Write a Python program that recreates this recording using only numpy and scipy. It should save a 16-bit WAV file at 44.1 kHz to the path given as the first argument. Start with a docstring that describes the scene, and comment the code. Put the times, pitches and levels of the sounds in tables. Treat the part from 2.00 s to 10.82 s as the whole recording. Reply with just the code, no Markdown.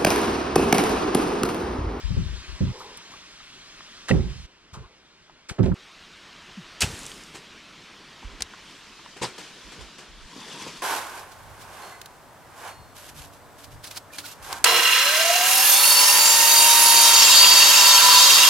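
"""On a gravel path beside a lake, rocks are shifted next to long timber formwork (boards for concrete).
Far rocks bump the boards, which ring and rumble. Then one is thrown down close by, pebbles spray,
a stone snaps against another, boots crunch and the rock is dragged up again. The gravel is countless
tiny collisions; single stones give short rings and cracks. Small waves hiss, gurgle and drip behind."""
import sys
import numpy as np
from scipy import signal
from scipy.fft import rfft, irfft
from scipy.io import wavfile
from scipy.ndimage import uniform_filter1d

SR = 44100
rng = np.random.default_rng(int(sys.argv[2]) if len(sys.argv) > 2 else 0)


def put_to_file(sound):
    """Save the sound as 16-bit audio at rate SR, in the file named by the first command-line argument."""
    columns = np.atleast_2d(sound).T  # one column per channel
    safe = np.clip(columns, -1, 1)
    whole_steps = np.round(safe * 32767)
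    wavfile.write(sys.argv[1], SR, whole_steps.astype(np.int16))


N = 388962
TIME = np.arange(N) / SR
LULL_END_S = 3.745  # the background hiss jumps back up here
SILENT_DB = 60  # this far below its peak, a sound counts as gone

# In the tables, t60 is the time to fade by 60 dB, pan is left minus right,
# and tilt makes the sound above 400 Hz brighter (+) or duller (-).
# boots on gravel: (time [s], level [dB], rise [s], t60 [s])
STEPS = [(5.336, -42, 0.018, 0.18), (7.164, -47.5, 0.0056, 0.21), (7.213, -27.5, 0.018, 0.17),
         (7.38, -41.5, 0.0014, 0.25), (7.715, -48, 0.0089, 0.17), (7.799, -51, .012, 0.21),
         (7.98, -46.5, 0.0057, 0.24)]
# tone colour of shifting gravel: (frequency [Hz], level [dB])
SLIDE_COLOUR = [(90, -24), (194, 13), (280, 3.5), (460, 2.5), (600, -5), (800, -6), (970, 1), (1170, -4.5),
                (2540, -11), (3420, -7.5), (4000, -15.5), (4500, -12), (8600, -25.5), (12400, -37),
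                (15000, -54)]


def amp(db):
    """Turn decibels into a gain."""
    return 10 ** (np.asarray(db) / 20)


def unit(x):
    """Scale to an average (rms) level of 1."""
    return x / np.sqrt(np.mean(x ** 2))


def decay(t, t60):
    """A fade that loses 60 dB every t60 seconds."""
    return np.exp(-np.log(1000) * t / t60)


def pan(db):
    """Left and right gains for a level difference."""
    return amp(np.array([[db], [-db]]) / 2)


def widen(mid, side, side_db):
    """Make left and right from a shared part (mid) and an opposed part (side)."""
    return mid + amp(side_db) * side * np.array([[1], [-1]])


def band(x, hz, width):
    """Keep one band of frequencies, at an average level of 1."""
    low = np.hypot(hz, width / 2) - width / 2
    bandpass = signal.butter(2, [low, low + width], "band", fs=SR, output="sos")
    return unit(signal.sosfilt(bandpass, x + 1e-18))


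def add(out, s, sound):
    """Mix a sound in from time s on."""
    start = max(int(s * SR), 0)
    out[:, start:start + sound.shape[-1]] += sound[..., :N - start]


def read(points, hz):
    """Look up a table of (frequency [Hz], level [dB])."""
    known, db = np.transpose(points)
    return np.interp(np.log(hz), np.log(known), db)


def tint(colour, tilt, hz):
    """Gains for a tilted tone colour, with an average power of 1."""
    gain = amp(read(colour, hz) + tilt * np.log2(np.maximum(hz, 400)))
    return gain / np.sqrt(np.mean(gain ** 2, axis=-1, keepdims=True))


def shape_hiss(x, course, colour, flicker_db, size=512):
    """Colour a hiss, make it flicker and follow a course of (time [s], level [dB], tilt [dB/octave])."""
    hz, s, frames = signal.stft(x, SR, nperseg=size)
    times, levels, tilts = np.transpose(course)
    db, tilt = np.interp(s, times, levels)[:, None], np.interp(s, times, tilts)[:, None]
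    flicker = uniform_filter1d(rng.standard_normal((len(s), len(hz))), size=7, axis=0)
    flicker = unit(uniform_filter1d(flicker, size=4, axis=1))  # nearby bands move together
    gain = amp(db + flicker_db * flicker) * tint(colour, tilt, np.maximum(hz, hz[1] / 2))
    return signal.istft(frames * gain.T, SR, nperseg=size)[1][:, :N]


def scatter(sound, paths):
    """The stones around send a sound back along many short paths."""
    return signal.fftconvolve(paths / np.linalg.norm(paths[0]), sound[None], axes=1)[:, :len(sound)]


def pings(table, modes, glide, attack_cycles, scatter_db, scatter_t60):
    """Short scattered rings; modes multiply each row's frequency, and glide bends it up or down."""
    out, t = np.zeros((2, N)), TIME[:SR // 5]
    for s, db, hz, t60 in table:
        pitch = hz * (1 + glide * np.minimum(t / t60, 1))
        phase = 2 * np.pi * np.cumsum(pitch) / SR
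        ring = sum(amp(mode_db) * np.sin(ratio * phase) for ratio, mode_db in modes)
        attack = 1 - np.exp(-(t * hz / attack_cycles) ** 2)
        ring = ring * decay(t, t60) * attack
        ring = ring / np.abs(ring).max()
        paths = widen(*rng.standard_normal((2, len(t))), -17.0) * decay(t, scatter_t60)
        add(out, s, amp(db) * (ring + amp(scatter_db) * scatter(ring, paths)))
    return out


def lake(lull_start_s=2.465, edge_s=0.0048, sag_db=-50.5, lull_db=-57, lull_tilt=-3):
    """Ripples hiss along the shore. The background hiss sags, then drops suddenly into a duller lull and later
    jumps back up."""
    # the hiss before and after the lull: (time [s], level [dB], tilt [dB/octave])
    hiss_levels = [
        [(0.0, -45.5, -1.5), (0.58, -45.5, -1.5), (1.2, -49.5, -1), (2.05, -48.5, -1)],
        [(3.76, -50, -1), (5.05, -44.5, -2), (5.3, -48, -1.5), (7.7, -48, -0.5), (8.15, -50.5, -1.5)],
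    ]
    # tone colour of the ripples: (frequency [Hz], level [dB])
    colour = [(18, -30), (30, 4.5), (87, -19.5), (113, -25), (147, 5.5), (185, -12.5), (296, -11.5),
              (374, -6.5), (415, -2), (448, -25), (552, -11), (790, -14), (1050, -7.5), (1400, -7.5),
              (2100, -7), (3200, -5.5), (5600, -12), (8690, -22.5), (15000, -40)]
    # their stereo width: (frequency [Hz], side minus mid [dB])
    width = [(60, -13.5), (400, -15.5), (1300, -20.5), (2400, -24), (4400, -8.5), (8000, -2.5)]
    mid, side = rng.standard_normal((2, N))
    padded = 10 * SR
    hz = np.fft.rfftfreq(padded, 1 / SR) + 1
    side = irfft(rfft(side, padded) * amp(read(width, hz)))[:N]
    before, after = hiss_levels
    lull = [(lull_start_s - edge_s, sag_db, 0), (lull_start_s, lull_db, lull_tilt),
            (LULL_END_S, lull_db, lull_tilt)]
    return shape_hiss(widen(mid, side, 0), [*before, *lull, *after], colour, flicker_db=1.69)


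def gurgles(throb_db=4):
    """Water washes into a hollow of the shore and makes it resound unevenly."""
    # small waves: (middle time [s], level [dB], half length [s], frequency [Hz], band width [Hz])
    wavelets = [(0.86, -52.5, 0.27, 940, 230), (0.83, -49, 0.11, 430, 145)]
    out, t = np.zeros((2, N)), TIME[:SR]
    for s, db, half_length, hz, width in wavelets:
        throb = np.interp(t, np.linspace(0, 1, 35), rng.standard_normal(35))
        swell = np.exp(-((t - .5) / half_length) ** 2)
        hollow = band(rng.standard_normal(SR), hz, width)
        add(out, s - .5, amp(db + throb_db * throb) * swell * hollow)
    return out


def drips():
    """Drops fall among the shore rocks, each a tiny ring that rises in pitch."""
    # drops: (time [s], level [dB], base frequency [Hz], t60 [s])
    drops = [(1.4028, -49, 1310, 0.02), (3.2965, -44.5, 1000, 0.0067), (6.228, -42, 989, .012),
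             (6.5366, -33, 1340, 0.0042), (6.992, -39, 1090, 0.0066), (7.06, -40, 1080, 0.0087)]
    return pings(drops, [(0.97, 0)], glide=0.096, attack_cycles=0.49, scatter_db=6.5, scatter_t60=0.044)


def falling_tones():
    """Two short, soft, low tones that fall in pitch."""
    # tones: (time [s], level [dB], base frequency [Hz], t60 [s])
    tones = [(4.568, -32.5, 270, 0.097), (6.22, -47, 337, 0.074)]
    return pings(tones, [(0.86, 0)], glide=-0.87, attack_cycles=4.2, scatter_db=-36, scatter_t60=0.18)


def pebbles(rate, spread_db):
    """Countless collisions from all sides: each pebble size ticks in its own band, small ones more often."""
    # stereo width of the ticks: (frequency [Hz], side minus mid [dB])
    width = [(200, -31), (1000, -24.5), (8000, -10), (12000, -0.5)]
    out = 0
    for hz in 100 * 2 ** (np.arange(15) / 2):  # half an octave apart
        count = int(rate * np.sqrt(hz / 1000) * N / SR)
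        when, chance, place = np.random.default_rng(rng.integers(1 << 30)).random((count, 3)).T
        strength = amp(-spread_db * np.log(chance * .99 + .01)) * np.sign(place - .5)
        samples = (when * N).astype(int)
        mid = np.bincount(samples, strength, N)
        side = np.bincount(samples, strength * np.sqrt(2) * np.cos(4 * np.pi * place), N)
        ticks = widen(mid, side, read(width, hz))
        out = out + np.sqrt(hz) * band(ticks, hz, hz * (np.sqrt(2) - 1))
    return unit(out)


def slides(grains):
    """Dragged gravel swells to a peak and runs out, catching and giving way as it goes."""
    # scuffs and drags: (peak time [s], level [dB], swell [dB/s], fade [dB/s], tilt [dB/octave])
    drags = [(.8, -57, 500, 200, 13), (1.12, -51, 297, 211, 3), (6.3, -55, 17, 12, -0.5),
             (6.7, -59, 90, 73, 7), (7.4, -55, 148, 29, 5), (7.799, -52, 36.5, 68, 1),
             (8.4, -47.5, 63, 53, 3.5), (8.536, -42.5, 128, 230, 2.5), (8.624, -40, 210, 283, 3.5),
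             (8.675, -41.5, 380, 153, 2.5), (8.775, -49, 136, 120, 5.5)]
    out = 0
    for s, db, swell, fade, tilt in drags:
        start, end = s - SILENT_DB / swell, s + SILENT_DB / fade
        course = [(start, db - SILENT_DB, tilt), (s, db, tilt), (end, db - SILENT_DB, tilt)]
        out = out + shape_hiss(grains, course, SLIDE_COLOUR, flicker_db=3)
    return out


def spray(grains, start_s=4.81, rise_s=0.026, hold_s=0.25):
    """Pebbles thrown up by the big rock rain down, while the bed beneath it grumbles."""
    # the bright pebbles and the dark bed, each: (level [dB], fade [dB/s], tilt [dB/octave])
    shower = (-48, 57, 1)
    grumble = (-53.5, 36, -4.5)
    # tone colour of the falling pebbles: (frequency [Hz], level [dB])
    shower_colour = [(1470, -35), (2500, -9), (2650, -4), (3500, -6), (8550, -4.5), (12400, -15.5),
                     (15000, -23)]
    out, full = 0, start_s + rise_s
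    spent = full + hold_s
    for (db, fade, tilt), colour in ((shower, shower_colour), (grumble, SLIDE_COLOUR)):
        course = [(start_s, db - SILENT_DB, tilt), (full, db, tilt), (spent, db, tilt),
                  (spent + SILENT_DB / fade, db - SILENT_DB, tilt)]
        out = out + shape_hiss(grains, course, colour, flicker_db=1.8)
    return out


def grinds(grains, rise_s=0.0063, t60=0.049, width_share=0.47, slips_per_s=149, uneven_db=-1.5):
    """Grit catches and slips between two stones, sounding one broad band while the weight presses."""
    # stones grinding: (time [s], length [s], level [dB], main frequency [Hz])
    rubs = [(0.797, 0.024, -41.5, 960), (2.083, 0.013, -34, 1610), (2.733, 0.049, -50, 1130),
            (2.816, .04, -56, 1120), (3.591, 0.014, -43, 1270), (3.628, .04, -51.5, 735),
            (3.713, 0.0098, -41.5, 1150), (4.816, 0.02, -39, 1430), (4.817, 0.017, -29.5, 2670),
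            (7.215, 0.018, -32, 454), (7.216, 0.027, -30, 910), (7.23, .025, -37, 4360),
            (8.587, .05, -52, 990), (8.666, 0.016, -54, 980)]
    out, t = np.zeros((2, N)), TIME[:SR // 4]
    for (s, length, db, hz), slips in zip(rubs, rng.standard_normal((len(rubs), 64))):
        grit = np.roll(grains, -int(s * SR), axis=1)[:, :len(t)]
        load = np.minimum(t / rise_s, 1) * decay(np.maximum(t - length, 0), t60)
        judder = np.interp(t * slips_per_s, np.arange(len(slips)), slips)
        add(out, s, amp(db + uneven_db * judder) * load * band(grit, hz, hz * width_share))
    return out


def contacts():
    """List the boots, stone edges and landing rocks that press into the gravel."""
    # a stone's hard edge bites: (time [s], level [dB], t60 [s], tilt [dB/octave], pan [dB])
    bites = [(3.629, -40, 0.3, -8.5, -2), (3.656, -42.5, 0.075, -9, 0), (4.805, -25.5, 0.084, 1, 11),
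             (6.405, -31, 0.029, -4, 3), (6.42, -25, 0.021, 0.5, 8)]
    # a rock lands and settles: (time [s], level [dB], settling level [dB], tilt [dB/octave], pan [dB])
    landings = [(2.079, -32, -36.5, -4, -1.5), (2.73, -47, -49.5, -3.5, 0), (3.485, -36.5, -52, -3.5, 0),
                (3.581, -30.5, -50, -13, -1), (4.811, -21, -38.5, -0.5, -2)]
    step_tilt, step_pan_db = -4, 1
    bite_rise_s, land_rise_s, land_t60 = 0.0026, 0.011, 0.081
    settle_after_s, settle_rise_s, settle_t60, settle_tilt = 0.014, 0.0086, 0.47, -4.5
    rows = [(s, db, rise, t60, step_tilt, step_pan_db) for s, db, rise, t60 in STEPS]
    rows += [(s, db, bite_rise_s, t60, tilt, pan_db) for s, db, t60, tilt, pan_db in bites]
    for s, db, settle_db, tilt, pan_db in landings:
        rows.append((s, db, land_rise_s, land_t60, tilt, pan_db))
        rows.append((s + settle_after_s, settle_db, settle_rise_s, settle_t60, tilt + settle_tilt, pan_db))
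    return rows


def crunches(grains, bass_hz=1500, bass_linger=1.3):
    """A weight sinks into the gravel: collisions flare up and die away, the big slow stones last."""
    # tone colour of a crunch: (frequency [Hz], level [dB])
    colour = [(220, -22), (380, -4.5), (622, -9.5), (795, -2.5), (1190, -5.5), (1430, -1.5), (2000, 0),
              (2810, 1), (3370, 0.5), (8230, 1.5), (15000, -17)]
    out = np.zeros((2, N))
    for s, db, rise, t60, tilt, pan_db in contacts():
        burst = grains[:, int(s * SR):][:, :SR // 2]
        t = TIME[:burst.shape[1]]
        hz = np.fft.rfftfreq(len(t), 1 / SR) + 1
        spectrum = rfft(burst) * tint(colour, tilt, hz)
        big_stones = 1 / (1 + (hz / bass_hz) ** 2)
        for share, life in ((big_stones, t60 * bass_linger), (1 - big_stones, t60)):
            shape = np.minimum(t / rise, 1) * decay(np.maximum(t - rise, 0), life)
            add(out, s, amp(db) * pan(pan_db) * shape * irfft(spectrum * share, len(t)))
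    return out


def heels(heel_db=-1, low_hz=101, high_hz=500):
    """Each step sends one dull blow through the ground to the boards."""
    return [(s, db + heel_db, low_hz, high_hz, TIME[-1], 0) for s, db, _, _ in STEPS]


def thuds(gap_s=.04, gap_spread=0.1218):
    """Runs of ever duller low thuds; the late runs are soft, deep puffs of rumble."""
    # runs: (time [s], level [dB], length [s], fade [dB/s], highest frequency [Hz], pan [dB])
    runs = [(0.033, -24, 0.064, 54.5, 82, 9), (0.101, -18, 0.054, 60, 140, 5),
            (0.162, -17.5, 0.26, 70, 182, 4.5), (0.477, -33.5, 0.099, 88, 100, 5),
            (0.605, -15.5, 0.12, 118, 233, -2.5), (2.104, -10, 0.21, 136, 410, -3.5),
            (2.15, -14.5, 0.17, 123, 114, -5.5), (2.306, -32, .155, 22.5, 190, -2.5),
            (2.724, -37.5, 0.14, 50, 181, 1), (2.771, -37, 0.056, 202, 170, 1),
            (3.505, -29, 0.019, 450, 230, 0.5), (3.589, -9, .155, 60, 330, -4),
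            (3.654, -21, .05, 200, 620, -4), (4.822, -17.5, 0.028, 240, 190, 0),
            (4.853, -29.5, 0.093, 60, 161, -4), (6.242, -30.5, 0.13, 202, 52.7, -10),
            (6.401, -38.5, .06, 150, 90.8, 0), (7.639, -47, 0.071, 60, 69, -7),
            (7.782, -43, 0.11, 110, 100, -8), (8.08, -45.5, 0.18, -8, 64.5, -2)]
    dull_share, dull_s = 0.4, 0.095  # the top frequency sinks towards this share
    bass_hz, thin_share, thin_s = 22.6, 0.21, 0.12  # the first thuds of a run have less bass
    rows = []
    for (s, db, length, fade, hz, pan_db), chance in zip(runs, rng.standard_normal((len(runs), 16))):
        gaps = gap_s * np.exp(gap_spread * chance)
        ages = np.cumsum(gaps) - gaps
        for age in ages[ages < length]:
            high_hz = hz * (dull_share + (1 - dull_share) * np.exp(-age / dull_s))
            low_hz = min(bass_hz + thin_share * hz * np.exp(-age / thin_s), high_hz / 2)
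            rows.append((s + age, db - fade * age, low_hz, high_hz, s + length, pan_db))
    return rows


def timber(t, twist=0.31, uneven_db=2, detune=.015):
    """The boards bend and ring, a little differently each time as each blow lands on another spot."""
    # the boards' natural tones: (frequency [Hz], level [dB], t60 [s])
    modes = [(57.6, 2.5, 0.18), (80, 3, 0.098), (125.6, -1, 0.24), (182.9, 4, 0.16), (219.5, -5, 0.21),
             (315, -10.5, 0.12), (370.6, -9, 0.41), (405.6, -10, 0.35), (533.5, 3, 0.096),
             (658.5, -2.5, 0.074), (910, -33, 0.087)]
    lead = np.array([[1], [-1]]) * twist / 2  # the mount twists, so left and right move out of step
    chances, ring = rng.standard_normal((len(modes), 2)), 0
    for k, ((hz, db, t60), (strength, shift)) in enumerate(zip(modes, chances)):
        phase = 2 * np.pi * hz * (1 + detune * shift) * t + lead * (-1) ** k
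        ring = ring + amp(db + uneven_db * strength) * np.sin(phase) * decay(t, t60)
    return ring / np.linalg.norm(amp([db for _, db, _ in modes]))


def boards(rattle_db=-3.5, rattle_t60=0.21, rattle_hz=170, rise_s=0.0042, stop_s=0.0023):
    """Each thud is made of ringing timber and rattling loose joints, kept to its own band of tones."""
    out, t = np.zeros((2, N)), TIME[:SR // 4]
    for s, db, low_hz, high_hz, stop, pan_db in thuds() + heels():
        noise = widen(*rng.standard_normal((2, len(t))), -7.5)
        rattle = unit(signal.lfilter(*signal.butter(1, rattle_hz, fs=SR), noise))
        thud = timber(t) + amp(rattle_db) * rattle * decay(t, rattle_t60)
        thud = thud * np.minimum(t / rise_s, 1)  # a soft start
        thud = signal.sosfilt(signal.butter(2, [low_hz, high_hz], "band", fs=SR, output="sos"), thud)
        cutoff = np.clip((stop - s - t) / stop_s, 0, 1)
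        add(out, s, amp(db) * pan(pan_db) * thud / np.abs(thud.mean(0)).max() * cutoff)
    return out


def clicks():
    """Single stones strike each other and ring briefly."""
    # strikes: (time [s], level [dB], main frequency [Hz], t60 [s])
    strikes = [(.973, -30, 8500, .011), (1.1374, -36.5, 1160, 0.027), (1.8069, -34, 1250, 0.0093),
               (2.0937, -23.5, 1370, 0.014), (2.111, -15.5, 1902, 0.018), (3.4985, -23, 1510, 0.0037),
               (4.8068, -17, 7700, 0.005), (4.8192, -10, 4500, 0.0039), (5.1169, -29.5, 3260, 0.015),
               (7.164, -42, 402, 0.025), (8.362, -30, 277, 0.021), (8.379, -33, 282, .015),
               (8.665, -33, 320, 0.025)]
    # a stone's natural tones: (multiple of the main frequency, level [dB])
    modes = [(1, 17), (1.39, 12.5), (2.08, 1.5)]
    return pings(strikes, modes, glide=0, attack_cycles=0.6, scatter_db=-4.5, scatter_t60=0.015)


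def snaps(half_cycles=0.87, echo_db=-11, echo_after_s=0.0012, echo_t60=0.01):
    """Dry cracks too brief to ring: stones, and one sharp tick as the lull ends. Each has a tiny echo."""
    # cracks: (time [s], level [dB], frequency [Hz])
    cracks = [(2.0925, -20, 3576), (2.1035, -21, 3120), (2.1122, -23, 2800), (3.4992, -25, 2380),
              (3.631, -34, 4197), (3.662, -36, 3640), (3.7449, -33, 7940), (4.9915, -24, 8300),
              (5.0335, -25, 7400), (5.055, -26, 6400), (5.0655, -18.5, 7550), (5.1172, -30, 4530),
              (5.2375, -29.5, 6500), (6.4223, -6, 5250)]
    out, t = np.zeros((2, N)), TIME[:SR // 20]
    for s, db, hz in cracks:
        lead = 2 * half_cycles / hz
        cycles = hz * (t - lead)
        crack = np.sin(2 * np.pi * cycles) * np.exp(-(cycles / half_cycles) ** 2)
        paths = widen(*rng.standard_normal((2, len(t))), -8) * (t > echo_after_s) * decay(t, echo_t60)
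        add(out, s - lead, amp(db) * (crack + amp(echo_db) * scatter(crack, paths)))
    return out


def stereo_image(x, lag_samples=2, wide_above_hz=11700):
    """The sound starts wide and leaning right, jumps to the middle as the lull ends, and slowly reopens."""
    # stereo width: (time [s], side gain [dB])
    width = [(3.73, 5.5), (3.76, -34), (4.9, -49), (5.3, -14), (7.1, 4)]
    late_left = np.pad(x[0], (lag_samples, 0))[:N]
    left, right = np.where(TIME < LULL_END_S, late_left, x[0]), x[1]
    mid, side = (left + right) / 2, (left - right) / 2
    top = signal.sosfiltfilt(signal.butter(4, wide_above_hz, "high", fs=SR, output="sos"), side)
    side_gain = amp(np.interp(TIME, *np.transpose(width)))
    return widen(mid, top + (side - top) * side_gain, 0)  # the highest treble stays wide


def scene():
    """Gravel, stones, timber and water in the open air."""
    grains = pebbles(rate=1100, spread_db=2.5)
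    gravel = crunches(grains) + pan(1.0) * slides(grains) + spray(grains) + grinds(grains)
    return gravel + clicks() + drips() + falling_tones() + boards() + snaps() + lake() + gurgles()


def record(dry):
    """The recorder shapes the stereo image and cuts the lowest rumble and the highest treble."""
    low_cut = signal.butter(2, 20, "high", fs=SR, output="sos")
    high_cut = signal.ellip(8, .2, 70, 15300, fs=SR, output="sos")
    return signal.sosfilt(high_cut, signal.sosfilt(low_cut, stereo_image(dry)))


dry = scene()
out = record(dry)
put_to_file(out)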